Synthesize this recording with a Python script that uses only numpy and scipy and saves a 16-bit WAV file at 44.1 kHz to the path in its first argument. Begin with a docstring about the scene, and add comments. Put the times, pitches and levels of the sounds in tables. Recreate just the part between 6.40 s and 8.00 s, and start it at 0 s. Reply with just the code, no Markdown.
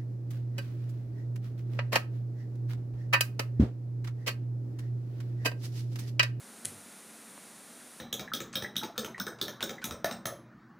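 """A crawling baby slaps one hand down on a wooden floor in a living room.
Heel, fingers and palm land within six milliseconds: a bright smack of skin on varnish,
a low thud from the boards and a short room tail. The weight settles with a soft bump
and two faint taps follow, over steady hiss and a faint fan-like drone; one microphone."""
import sys
import numpy as np
from scipy import signal
from scipy.fft import rfft, irfft
from scipy.io import wavfile

SR = 44100
rng = np.random.default_rng(int(sys.argv[2]) if len(sys.argv) > 2 else 0)


def bounce(signal):
    """Save signal as a 16-bit WAV file at the path given by the first command-line argument."""
    frames = np.transpose(np.atleast_2d(signal))
    limited = np.clip(frames, -1, 1)
    pcm = np.round(limited * 32767).astype(np.int16)
    wavfile.write(sys.argv[1], SR, pcm)


N = 70560
T = np.arange(N) / SR
HZ = np.maximum(np.fft.rfftfreq(N, 1 / SR), 1)


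def from_db(db):
    """Decibels to gain."""
    return 10 ** (np.asarray(db) / 20)


def noise(gain):
    """Noise shaped by a gain at each frequency; rms 1."""
    x = irfft(rfft(rng.standard_normal(N)) * gain, N)
    return x / np.std(x)


def colour(points):
    """An EQ curve through (f/Hz, level/dB) points, as a gain at each frequency."""
    hz, db = np.transpose(points)
    return from_db(np.interp(np.log(HZ), np.log(hz), db))


def clicks(rows):
    """One impulse for each (t/s, level/dB)."""
    out = np.zeros(N)
    for s, db in rows:
        out[int(s * SR)] += from_db(db)
    return out


def ring(force, modes):
    """Damped sines (f/Hz, level/dB, t60/s) set ringing by a force, neighbours in opposite polarity."""
    out = np.zeros(N)
    for k, (hz, db, t60) in enumerate(modes):
        decay, step = from_db(-60 / (t60 * SR)), 2 * np.pi * hz / SR
        mode = signal.lfilter([0, np.sin(step)], [1, -2 * decay * np.cos(step), decay ** 2], force + 1e-18)
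        out += (-1) ** k * from_db(db) * mode
    return out


def convolve(x, response):
    """Pass a sound through an impulse response."""
    return signal.fftconvolve(x, response)[:N]


def filtered(x, kind, hz, order):
    """A low-, high- or band-pass without resonance."""
    return signal.sosfilt(signal.butter(order, hz, kind, fs=SR, output="sos"), x + 1e-18)


def room_tone():
    """The bed: even hiss, with a fan-like drone of wavering noise bands and steady hum."""
    # colour of the hiss: f/Hz, level/dB
    hiss_eq = [(30, -4), (70, -21), (105, -15), (160, -4), (230, 0), (330, -4), (650, -4.5), (900, -7.5),
               (1400, -7), (2000, -8.5), (3100, -14), (3800, -11.5), (5000, -14.5), (6600, -11),
               (7800, -10.5), (9600, -4.5), (10700, -11), (12000, -15), (13300, -19.5), (15300, -22.5)]
    # narrow noise bands of the drone: f/Hz, width/Hz, level/dB
    bands = [(193, 9.4, -70.5), (220, 6.8, -73.5), (241.2, 13.5, -68.5), (484.6, 5.6, -85.5),
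             (1415, 4, -75.5)]
    # steady tones in the drone: f/Hz, level/dB
    tones = [(219.4, -65.5), (193.6, -71), (290.6, -72)]
    drone = sum(from_db(db) * noise(1 / (1 + (2 * (HZ - hz) / width) ** 2)) for hz, width, db in bands)
    hum = sum(from_db(db) * np.sqrt(2) * np.sin(2 * np.pi * (hz * T + rng.random())) for hz, db in tones)
    hiss = from_db(-51.5) * noise(colour(hiss_eq))
    return hiss + drone + hum


def board_thud():
    """The low end: the boards thud under the hand, knock softly and boom again as the weight settles."""
    # the arm's weight lands, then settles: t/s, level/dB, contact bandwidth/Hz
    loads = [(0.2472, -46, 1500), (0.3348, -53.5, 160)]
    # soft knocks as the baby shifts: t/s, level/dB
    bumps = [(0.3096, -52), (0.3180, -48.5)]
    # modes of the floorboards: f/Hz, level/dB, t60/s
    board_modes = [(94, -3.5, 0.41), (106.5, 0.5, 0.17), (143.5, -10, 0.33), (196, -9, 0.034),
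                   (232, 3.5, 0.097), (296, -16, 0.084), (364.5, -7.5, 0.14), (469, -9, 0.14),
                   (552, -8.5, 0.13), (603, -12.5, 0.18)]
    weight = sum(filtered(clicks([(s, db)]), "low", hz, order=2) for s, db, hz in loads)
    knocks = filtered(clicks(bumps), "band", hz=[215, 600], order=1)
    return ring(weight + knocks, board_modes)


def floor_taps():
    """Short, dull taps, too light to move the boards in the bass."""
    # taps on the floor, the heel of the hand first: t/s, level/dB, f/Hz, t60/s
    taps = [(0.2489, -37.5, 1800, 0.009), (0.8925, -49, 850, 0.012), (0.9780, -32.5, 1080, 0.0035)]
    knocks = sum(ring(clicks([(s, db)]), [(hz, 0, t60)]) for s, db, hz, t60 in taps)
    return filtered(knocks, "high", hz=280, order=2)


def hand_smack():
    """Skin cracks on varnish and crackles as the palm flattens; the room adds echoes and a short tail."""
    # heel, fingers and palm landing: t/s, level/dB
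    contacts = [(0.2490, -32.5), (0.2505, -23), (0.2544, -14)]
    # heavily damped modes of skin meeting varnish: f/Hz, level/dB, t60/s
    skin_modes = [(1950, -27, 0.0057), (3200, -13.5, 0.0045), (4550, -14, 0.0037), (6570, -9.5, 0.004),
                  (8200, -5.5, 0.0032), (9500, -0.5, 0.0036), (10280, -1, 0.004), (14900, -28, .003)]
    # colour of the crackle and of the room's tail: f/Hz, level/dB
    smack_eq = [(300, -2), (900, -16), (2500, -8.5), (4500, -12), (7600, -7.5), (8400, -3), (9900, -0.5),
                (10900, -7), (12300, -11), (15000, -27)]
    # early reflections off furniture and walls: delay/s, level/dB
    echoes = [(.0014, -28), (.0026, -19.5), (.0100, -19), (.0143, -24), (.0245, -33)]
    # a thin ring that the smack leaves in the room: f/Hz, level/dB, t60/s
    after_ring = [(8420, -39.5, 0.22), (8474, -36, 0.19)]
    crackle_db, crackle_t60_s = -18.5, 0.027
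    tail_db, tail_t60_s, tail_attack_s = -28.5, 0.35, 0.006
    force = clicks(contacts)
    crackle = from_db(crackle_db - 60 * T / crackle_t60_s) * noise(colour(smack_eq))
    direct = ring(force, skin_modes) + convolve(force, crackle)
    tail_envelope = from_db(tail_db - 60 * T / tail_t60_s) * (1 - np.exp(-T / tail_attack_s))
    tail = tail_envelope * noise(colour(smack_eq))
    return direct + convolve(direct, clicks(echoes)) + convolve(force, tail) + ring(force, after_ring)


def scene():
    """All sources at one microphone, the same in both channels."""
    return np.tile(hand_smack() + board_thud() + floor_taps() + room_tone(), (2, 1))


def record(dry):
    """The small microphone rolls off the deep bass; the top is cut steeply."""
    low_cut_hz, high_cut_hz = 74, 15450
    thin = filtered(dry, "high", low_cut_hz, order=4)
    return signal.sosfilt(signal.ellip(10, .1, 70, high_cut_hz, fs=SR, output="sos"), thin)


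dry = scene()
out = record(dry)
bounce(out)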